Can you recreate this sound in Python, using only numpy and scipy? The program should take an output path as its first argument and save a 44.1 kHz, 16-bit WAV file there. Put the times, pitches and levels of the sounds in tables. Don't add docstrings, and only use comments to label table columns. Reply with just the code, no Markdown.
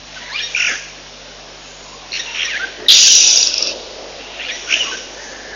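import sys
import numpy as np
from scipy import signal
from scipy.fft import rfft, irfft, next_fast_len
from scipy.io import wavfile
from scipy.ndimage import uniform_filter1d, map_coordinates

SR = 44100
rng = np.random.default_rng(int(sys.argv[2]) if len(sys.argv) > 2 else 0)


def materialize(psi):
    bounded = np.clip(np.atleast_2d(psi).T, -1, 1)
    quanta = np.round(bounded * 32767).astype(np.int16)
    wavfile.write(sys.argv[1], SR, quanta)


N = 244755
TIME = np.arange(N) / SR


def amp(db):
    return 10 ** (np.asarray(db) / 20)


def unit(x):
    return x / np.sqrt(np.mean(x ** 2) + 1e-20)


def along(points, hz):
    freqs, values = np.transpose(points)
    return np.interp(np.log(hz + 1), np.log(freqs + 1), values)


def curves(rows):
    times, *columns = np.transpose(rows)
    return [np.interp(TIME, times, column) for column in columns]


def wobble(rate, size=N):
    knots = rng.standard_normal(int(size * rate / SR) + 4)
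    return map_coordinates(knots, [np.arange(size) * rate / SR])


def filtered(x, response):
    size = next_fast_len(len(x) + SR // 4)
    return irfft(rfft(x, size) * response(np.fft.rfftfreq(size, 1 / SR)), size)[:len(x)]


def noise(spectrum):
    return unit(filtered(rng.standard_normal(N), lambda hz: amp(along(spectrum, hz))))


def narrow_noise(hz, width_hz):
    return unit(filtered(rng.standard_normal(N), lambda f: np.exp(-2 * ((f - hz) / width_hz) ** 2)))


def patchy(x, depth_db, window):
    bands = signal.stft(x, nperseg=window)[2]
    patches = uniform_filter1d(rng.standard_normal(bands.shape), size=2, axis=0)
    patches = uniform_filter1d(patches, size=7, axis=1)
    return unit(signal.istft(bands * amp(depth_db * unit(patches)), nperseg=window)[1][:N])


def phase(hz):
    return 2 * np.pi * np.cumsum(hz) / SR


def ramp(start_s, length_s):
    return np.clip((TIME - start_s) / length_s, 0, 1)


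def gate(t, start_s, end_s, edge_s):
    return np.clip((t - start_s) / edge_s + .5, 0, 1) * np.clip((end_s - t) / edge_s + .5, 0, 1)


def span(start_s, end_s):
    return np.arange(max(int(start_s * SR), 0), min(int(end_s * SR), N))


def saturate(x, top, hardness):
    return x / (1 + abs(x / top) ** hardness) ** (1 / hardness)


def syrinx(hz, overtones_db, fuzz=0):
    turn, size = phase(hz), len(hz)
    out = np.zeros(size)
    for k, db in enumerate([0, *overtones_db], 1):
        share = np.clip(fuzz * k, 0, 1)
        breath = wobble(800, size) * np.sin(k * turn) + wobble(800, size) * np.cos(k * turn)
        out += amp(db) * (np.sqrt(1 - share) * np.sin(k * turn) + np.sqrt(share / 2) * breath)
    return out


def slurred_notes(jitter=.05, flutter_db=3, edge_db=-6):
    # harmonic2_db, harmonic3_db, harmonic4_db (against the first harmonic)
    notes = [(.16, .028, 1556, 1506, 1560, -30, 0.44, .3, -11.5, -15, -25),
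             (.189, .125, 981, 973, 1010, -42, .3, 0.57, 7.5, -3, -4),
             (.29, 0.035, 1593, 1737, 1910, -30, 0.37, 0.42, -19, -10, -29),
             (.312, 0.0307, 892, 1027, 1110, -32.5, 0.83, 0.36, -4, -10, 2.5),
             (.342, 0.026, 1143, 1198, 1245, -32, 0.79, 0.19, 11.5, -2, 2),
             (.368, .04, 2720, 3014, 3540, -22, 0.48, 0.83, -27, -38, -40),
             (.386, .02, 3250, 3400, 3480, -24, .5, .9, -30, -40, -40),
             (.39, .03, 1590, 1740, 1830, -30.5, 0.54, 0.17, -1, -12.5, -28),
             (.402, 0.012, 2360, 2410, 2390, -22, .5, .2, -17, -40, -40),
             (.415, 0.05, 1824, 1870, 1862, -37, 0.52, 0.1, 11, 11.5, -20),
             (.679, 0.0836, 1800, 1644, 1658, -22, 0.58, 0.8, -11, -19, -21),
             (2.193, 0.015, 1728, 1914, 1790, -25, 0.9, 0.17, 5, 3, -24),
             (2.257, .07, 2950, 2726, 2880, -31, .1, 0.41, -18, -39, -41),
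             (2.39, .05, 3200, 3230, 3180, -23, .55, 0.39, -31, -40, -40),
             (2.444, 0.031, 1880, 1860, 1830, -25, 0.29, 0.48, -6, 1, -28),
             (2.476, .057, 2560, 2075, 1730, -24, .1, .25, -23, -31, -34),
             (2.497, .058, 3210, 2595, 2390, -26, 0.35, .2, -20, -39, -40),
             (2.531, .049, 1728, 1653, 2260, -19, 0.6, 0.18, -15, -25, -36),
             (2.595, .055, 1380, 1530, 1578, -20.5, 0.93, .15, -24, -26, -28),
             (2.68, .04, 1620, 1600, 1580, -36.5, 0.33, .6, -11, -15, -25),
             (2.861, .012, 1850, 1920, 1900, -28, 0.45, 0.31, -5, -18, -30),
             (4.3, .09, 2850, 2680, 2540, -38.5, 0.7, .8, -25, -30, -40),
             (4.385, .05, 861, 959, 1123, -48, .65, 0.68, 14, 22, -3),
             (4.435, .05, 1200, 1402, 1563, -44, 0.55, 0.91, 17.5, 8.5, -12),
             (4.478, 0.037, 1526, 1720, 1830, -32.5, 0.44, .7, 7, -16, -25),
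             (4.483, .04, 2600, 2347, 1870, -24.5, .45, 0.51, -13, -30, -38.5),
             (4.512, .05, 1880, 1938, 1940, -29.5, 0.19, .3, -7, -0.5, -25),
             (4.672, .125, 1451, 1617, 1950, -30, .2, 0.72, -1.5, -12, -17),
             (4.795, 0.0402, 3016, 2935, 2710, -15.5, 0.53, .08, -15, -40, -40),
             (4.832, .045, 2750, 2600, 2580, -33, .15, .25, -15, -40, -39),
             (4.837, .098, 1346, 1130, 1080, -34.5, .36, 1, -15, -10, -17),
             (4.916, 0.041, 1562, 1500, 1614, -23, 0.35, .15, -10.5, -20, -18)]
    out = np.zeros(N)
    for start_s, length_s, start_hz, middle_hz, end_hz, peak_db, place, rough, *overtones_db in notes:
        i = span(start_s - .005, start_s + length_s + .005)
        progress = np.clip((TIME[i] - start_s) / length_s, 0, 1)
        arc_hz = np.polyval(np.polyfit([0, .5, 1], [start_hz, middle_hz, end_hz], 2), progress)
        hz = arc_hz * (1 + jitter * rough * wobble(380, len(i)))
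        tone = syrinx(hz, overtones_db, fuzz=.015 + .24 * rough)
        db = peak_db + np.interp(progress, [0, place, 1], [edge_db, 0, edge_db])
        db += flutter_db * rough * wobble(450, len(i))
        out[i] += np.sqrt(2) * amp(db) * tone * gate(TIME[i], start_s, start_s + length_s, .0055)
    return out


def trills(jitter=.025, flutter_db=1.5):
    # chirp_length_s, overtone_db
    runs = [(.551, 0.013, 2, 2530, 2730, 250, -7.5, -10, 0.0066, -21),
            (0.57, 0.026, 5, 1530, 1492, 120, -23.5, -21.5, .013, -8),
            (.578, 0, 1, 2950, 2950, 850, -11.5, -10, .014, -12.5),
            (0.606, .022, 4, 2960, 2980, 1100, -9.5, -11, .017, -13),
            (0.683, 0.0077, 6, 2467, 2215, 563, -13.5, -22, .007, -17),
            (2.121, 0.0087, 6, 4340, 4440, 450, -17, -18.5, 0.0035, -31),
            (2.132, .0107, 5, 2900, 3150, 1300, -19.5, -16.5, .007, -7),
            (2.35, .0117, 8, 3150, 3350, 1700, -20, -12.5, .0085, -14),
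            (4.492, 0.0055, 4, 2890, 2464, 663, -26, -25, .008, -18),
            (4.696, 0.017, 2, 2670, 2757, 800, -20, -14, 0.014, -12),
            (4.7275, .014, 2, 2900, 3100, 800, -5, -4, .008, -16),
            (4.758, 0, 1, 3190, 3200, 600, -12, -10, .004, -17)]
    # freq_hz, gain_db
    throat = [(2800, -6), (4300, -18), (5000, -8.5), (5700, 5), (6100, 0), (6500, -13.5), (7200, -26.5)]
    out = np.zeros(N)
    for (first_s, spacing_s, count, first_hz, last_hz, fall_hz,
         first_db, last_db, length_s, overtone_db) in runs:
        for n, progress in enumerate(np.linspace(0, 1, count)):
            middle_s = first_s + n * spacing_s
            db = first_db + progress * (last_db - first_db)
            top_hz = first_hz + progress * (last_hz - first_hz)
            i = span(middle_s - length_s, middle_s + length_s)
            offset = (TIME[i] - middle_s) / length_s
            hz = top_hz - fall_hz * np.clip(offset + .5, 0, 1.1) ** 1.6
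            swell = np.exp(-6 * offset ** 2) * amp(db + flutter_db * wobble(700, len(i)))
            overtones_db = [overtone_db + along(throat, k * hz) for k in (2, 3, 4)]
            out[i] += swell * syrinx(hz * (1 + jitter * wobble(914, len(i))), overtones_db)
    return out


def rasp(mid_trim_db=-7, high_trim_db=-3, nasal_trim_db=-2, grain_db=1.5):
    # peak_s, rise_s, fall_s, mid_db, mid_centre_hz, high_db, nasal_db
    bursts = [(.17, 0.12, 0.28, -28.5, 2900, -35.5, -50), (.385, 0.062, 0.23, -19.5, 3430, -42, -50),
              (.585, 0.051, 0.19, -19, 2520, -28.5, -25), (.70, 0.24, 0.17, -23.5, 2500, -21, -31.5),
              (2.165, 0.064, 0.18, -22, 3000, -28.5, -30), (2.405, 0.2, .16, -19, 2800, -35.5, -31.5),
              (2.504, 0.17, 0.36, -20.5, 3020, -34, -38.5), (4.25, 0.44, .3, -35.5, 2800, -46, -55),
              (4.499, 0.4, 0.14, -24, 2820, -40, -52), (4.56, .042, .45, -26.5, 2900, -31.5, -33),
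              (4.725, 0.058, .33, -18, 2800, -22, -25), (4.93, 0.17, 0.21, -27, 3000, -30, -33),
              (5.25, 0.19, 0.35, -37, 2900, -30.5, -46)]
    # freq_hz, level_db
    mid_band = [(900, -25), (1500, -7), (2100, -4), (2900, -0.5), (3700, -3), (4500, -10.5), (5500, -30.5)]
    high_band = [(3500, -49), (4700, -3), (5300, -2.5), (5750, -2.5), (6300, 2.5), (7100, -9)]
    nasal_band = [(4900, -38.5), (5400, -6.5), (5680, 0), (5950, -9.5), (6400, -40)]
    mid, high_gain, nasal_gain = np.zeros((3, N))
    for peak_s, rise_s, fall_s, mid_db, centre_hz, high_db, nasal_db in bursts:
        fade_db = 15 * np.maximum((peak_s - TIME) / rise_s, (TIME - peak_s) / fall_s)
        throat = [(hz * centre_hz / 2900, db) for hz, db in mid_band]
        mid += amp(mid_db + mid_trim_db - fade_db) * noise(throat)
        high_gain = np.hypot(high_gain, amp(high_db + high_trim_db - fade_db))
        nasal_gain = np.hypot(nasal_gain, amp(nasal_db + nasal_trim_db - fade_db))
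    grain = unit(amp(grain_db * wobble(300)))
    return grain * (mid + high_gain * noise(high_band) + nasal_gain * noise(nasal_band))


def effort(end_s, sag_start_s=3.02, drop_start_s=3.43, sag_db_per_s=15):
    sag_db = sag_db_per_s * np.clip(TIME - sag_start_s, 0, drop_start_s - sag_start_s)
    drop_db = 9 * ramp(drop_start_s, .078)
    release_db = 7 * ramp(end_s - .045, .045)
    return -sag_db - drop_db - release_db


def whistle(hz):
    turn = phase(hz * (1 + .012 * wobble(70)))
    return unit(wobble(230) * np.sin(turn) + wobble(230) * np.cos(turn))


def screech(start_s=2.888, end_s=3.736, level_db=-7, throat_hz=6010, mouth_hz=2800, sink_hz_per_db=33.5):
    # freq_hz, level_db
    opening = [(710, -60), (1200, -25), (1970, -19.5), (2150, -15), (2520, -25), (2710, -11), (3160, -3),
               (3700, 1), (4880, -3), (5980, -32), (6820, -16.5), (8870, -32), (15000, -120)]
    held = [(710, -57.5), (1200, -43), (1450, -23.5), (2120, -22.5), (2590, -8.5), (2790, -4.5),
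            (3270, -8.5), (3870, -3.5), (4250, -10), (4850, -2.5), (5290, -6), (5770, 2.5), (5980, -3),
            (6340, -3), (6820, -4), (8870, -41.5), (15000, -120)]
    closing = [(710, -50.5), (1200, -35.5), (1480, -22.5), (1680, -26.5), (2010, -27.5), (2650, -7),
               (2890, -10), (3130, -14), (3550, -5.5), (4440, -11.5), (4710, -5.5), (5400, 0.5), (5980, 0),
               (6250, -4.5), (6820, -5.5), (8870, -55), (15000, -120)]
    tail = [(710, -45), (1480, -15), (2010, -26), (2650, 0.5), (2890, -4.5), (3130, -9), (3600, -3),
            (4400, -8), (4800, -1), (5450, 0.5), (5980, -3), (6300, -14), (6820, -18.5), (8870, -54),
            (15000, -120)]
    stage = ramp(2.898, .115) + ramp(3.17, .22) + ramp(3.45, .067)
    rush = np.zeros(N)
    for k, shape in enumerate([opening, held, closing, tail]):
        crossfade = np.sqrt(np.clip(1 - abs(stage - k), 0, 1))
        rush += crossfade * patchy(noise(shape), depth_db=3, window=512)
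    effort_db = effort(end_s)
    scoop_hz = 593 * np.exp(-abs(TIME - start_s) / .12)
    upper_hz = throat_hz + sink_hz_per_db * effort_db - scoop_hz
    ring = amp(-3) * whistle(upper_hz) + amp(-13) * whistle(.86 * upper_hz)
    ring += amp(-19) * whistle(np.full(N, mouth_hz))
    voice = rush + ramp(3.0, .15) * amp(.37 * effort_db) * ring
    return amp(level_db + effort_db - .3 * wobble(220)) * voice * gate(TIME, start_s, end_s, .0062)


def voice_pulses(half_length_s=.006, sag_hz=300):
    # middle_s, pitch_hz, ring_db, spit_db
    catches = [(2.8864, 3740, 3, -14), (2.9043, 3760, 8, -11), (2.9227, 3800, 4, -10),
               (2.9425, 3600, -5, -18), (3.375, 4900, 0, -16), (3.430, 4850, -1, -10),
               (3.4732, 5400, -3.5, -10.5), (3.542, 5430, -8, -14), (3.582, 5260, -6.5, -13.5),
               (3.627, 5480, -2.5, -13), (3.673, 5650, -12, -15)]
    # freq_hz, level_db
    spit = [(1500, -44), (2500, -20), (3800, -9.5), (4300, -2), (5000, -0.5), (5500, 1), (6000, -2),
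            (7000, -22), (9000, -61)]
    out, air = np.zeros(N), noise(spit)
    for middle_s, pitch_hz, ring_db, spit_db in catches:
        i = span(middle_s - half_length_s, middle_s + half_length_s)
        offset = (TIME[i] - middle_s) / half_length_s
        hz = pitch_hz * (1 + .015 * wobble(600, len(i))) - sag_hz * offset
        out[i] += np.exp(-10 * offset ** 2) * (amp(ring_db) * np.sin(phase(hz)) + amp(spit_db) * air[i])
    return out


def scrub_echo(x, near_db, near_t60_s, far_db, far_t60_s, build_s=.017):
    # freq_hz, gain_db
    colour = [(500, -5), (1500, 3.5), (2800, 6), (4300, 8.5), (5700, -4.5), (7000, 1.5)]
    t, response = TIME[:SR], np.zeros(SR)
    for db, t60_s in [(near_db, near_t60_s), (far_db, far_t60_s)]:
        scatter = rng.standard_normal(SR) * amp(-60 * t / t60_s) * (1 - np.exp(-t / build_s))
        response += amp(db) * unit(scatter) / np.sqrt(SR)
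    return filtered(signal.fftconvolve(x, response)[:N], lambda hz: amp(along(colour, hz)))


def far_birds():
    # middle_s, length_s, pitch_hz, width_hz, level_db
    calls = [(1.273, 0.11, 1500, 250, -49), (1.6, .25, 2960, 400, -53), (1.97, 0.19, 1040, 200, -43),
             (2.294, 0.095, 930, 160, -40), (2.477, .07, 1140, 140, -43.5), (2.82, .09, 1800, 400, -39.5),
             (2.82, .07, 390, 170, -35), (3.7, .17, 480, 300, -33), (4, .2, 560, 250, -37),
             (4.24, 0.084, 2780, 260, -39)]
    return sum(amp(db) * np.exp(-2 * ((TIME - middle_s) / length_s) ** 2) * narrow_noise(hz, width_hz)
               for middle_s, length_s, hz, width_hz, db in calls)


def far_held_call(waver_db=2, echo_db=-40):
    # time_s, pitch_hz, level_db
    course = [(5.12, 1700, -70), (5.175, 1710, -39), (5.22, 1930, -39), (5.29, 1700, -38.5),
              (5.34, 1770, -38), (5.43, 1720, -43), (5.475, 1770, -34), (5.5, 1860, -42),
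              (5.535, 1710, -34)]
    # freq_hz, level_db
    echo_colour = [(1200, -45), (1550, -7.5), (1750, 1.5), (1950, -16), (2400, -32)]
    hz, db = curves(course)
    strength = amp(db + waver_db * wobble(40))
    tone = unit(syrinx(hz * (1 + .015 * wobble(90)), [], fuzz=.4))
    return strength * tone + amp(echo_db) * ramp(5.13, .11) * noise(echo_colour)


def far_insect():
    # start_s, end_s, pitch_hz, width_hz, level_db
    sizzle = (1.6, 2, 6700, 650, -46.5)
    start_s, end_s, hz, width_hz, db = sizzle
    return amp(db) * gate(TIME, start_s, end_s, .1) * narrow_noise(hz, width_hz)


def breeze():
    # time_s, level_db
    low_levels = [(0.0, -44.5), (0.63, -43.5), (0.71, -35), (0.8, -44.5), (2.54, -41), (2.66, -33.5),
                  (2.74, -41), (2.81, -33.5), (3.03, -38.5), (3.37, -33), (3.52, -38), (3.69, -32.5),
                  (3.85, -36), (3.99, -35.5), (4.38, -38.5), (4.7, -38.5), (4.78, -33), (4.79, -35),
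                  (5.55, -37.5)]
    # freq_hz, level_db
    colour = [(30, -28), (70, -15.5), (150, -20.5), (230, -8.5), (350, -3.5), (520, -0.5), (700, -3.5),
              (1000, -11.5), (1800, -22), (4000, -70)]
    return amp(curves(low_levels)[0]) * patchy(noise(colour), depth_db=3, window=1024)


def camera_hum(sag_start_s=2.17, sag_db=5):
    # pitch_hz, level_db
    partials = [(50, -50), (100, -64), (150, -53.5), (200, -63.5), (250, -56)]
    out = np.zeros(N)
    for k, (hz, db) in enumerate(partials, 1):
        loss_db = sag_db * ramp(sag_start_s, .2) if k == 3 else 0
        out += np.sqrt(2) * amp(db - loss_db) * np.sin(2 * np.pi * (hz * TIME + rng.random()))
    return out


def hiss(level_db=-36):
    # freq_hz, level_db
    colour = [(25, -9.5), (60, -11.5), (110, -12), (200, -18), (300, -23.5), (440, -12.5), (600, 2),
              (800, -2), (1200, -3), (2000, -2.5), (2850, 0), (4100, -1), (4700, -2.5), (5600, 0.5),
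              (7000, -10)]
    return amp(level_db) * patchy(noise(colour), depth_db=1.4, window=1024)


def scene():
    chatter = slurred_notes() + trills()
    close = screech() + voice_pulses()
    ground_bounce = amp(-11) * np.interp(TIME - .007, TIME, chatter)
    chatter_echo = scrub_echo(chatter, near_db=-15, near_t60_s=.13, far_db=-15, far_t60_s=.7)
    close_echo = scrub_echo(close, near_db=-29.5, near_t60_s=.16, far_db=-23, far_t60_s=2.74)
    mono = chatter + rasp() + ground_bounce + chatter_echo + close + close_echo
    mono += far_birds() + far_held_call() + far_insect() + breeze() + camera_hum() + hiss()
    return np.array([mono, mono])


def record(dry, band_hz=7040, top_hz=16000):
    # freq_hz, gain_db
    fizz_tilt = [(7200, 0), (9000, -1), (11300, 0), (13000, -3), (16000, -4)]
    channels = []
    for soft in saturate(dry, top=1.1, hardness=6):
        narrow = filtered(soft, lambda hz: 1 / np.sqrt(1 + (hz / band_hz) ** 200))
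        clipped = saturate(narrow, top=1, hardness=40)
        channels.append(filtered(clipped, lambda hz: amp(along(fizz_tilt, hz)) * (hz < top_hz)))
    return np.array(channels)


dry = scene()
out = record(dry)
materialize(out)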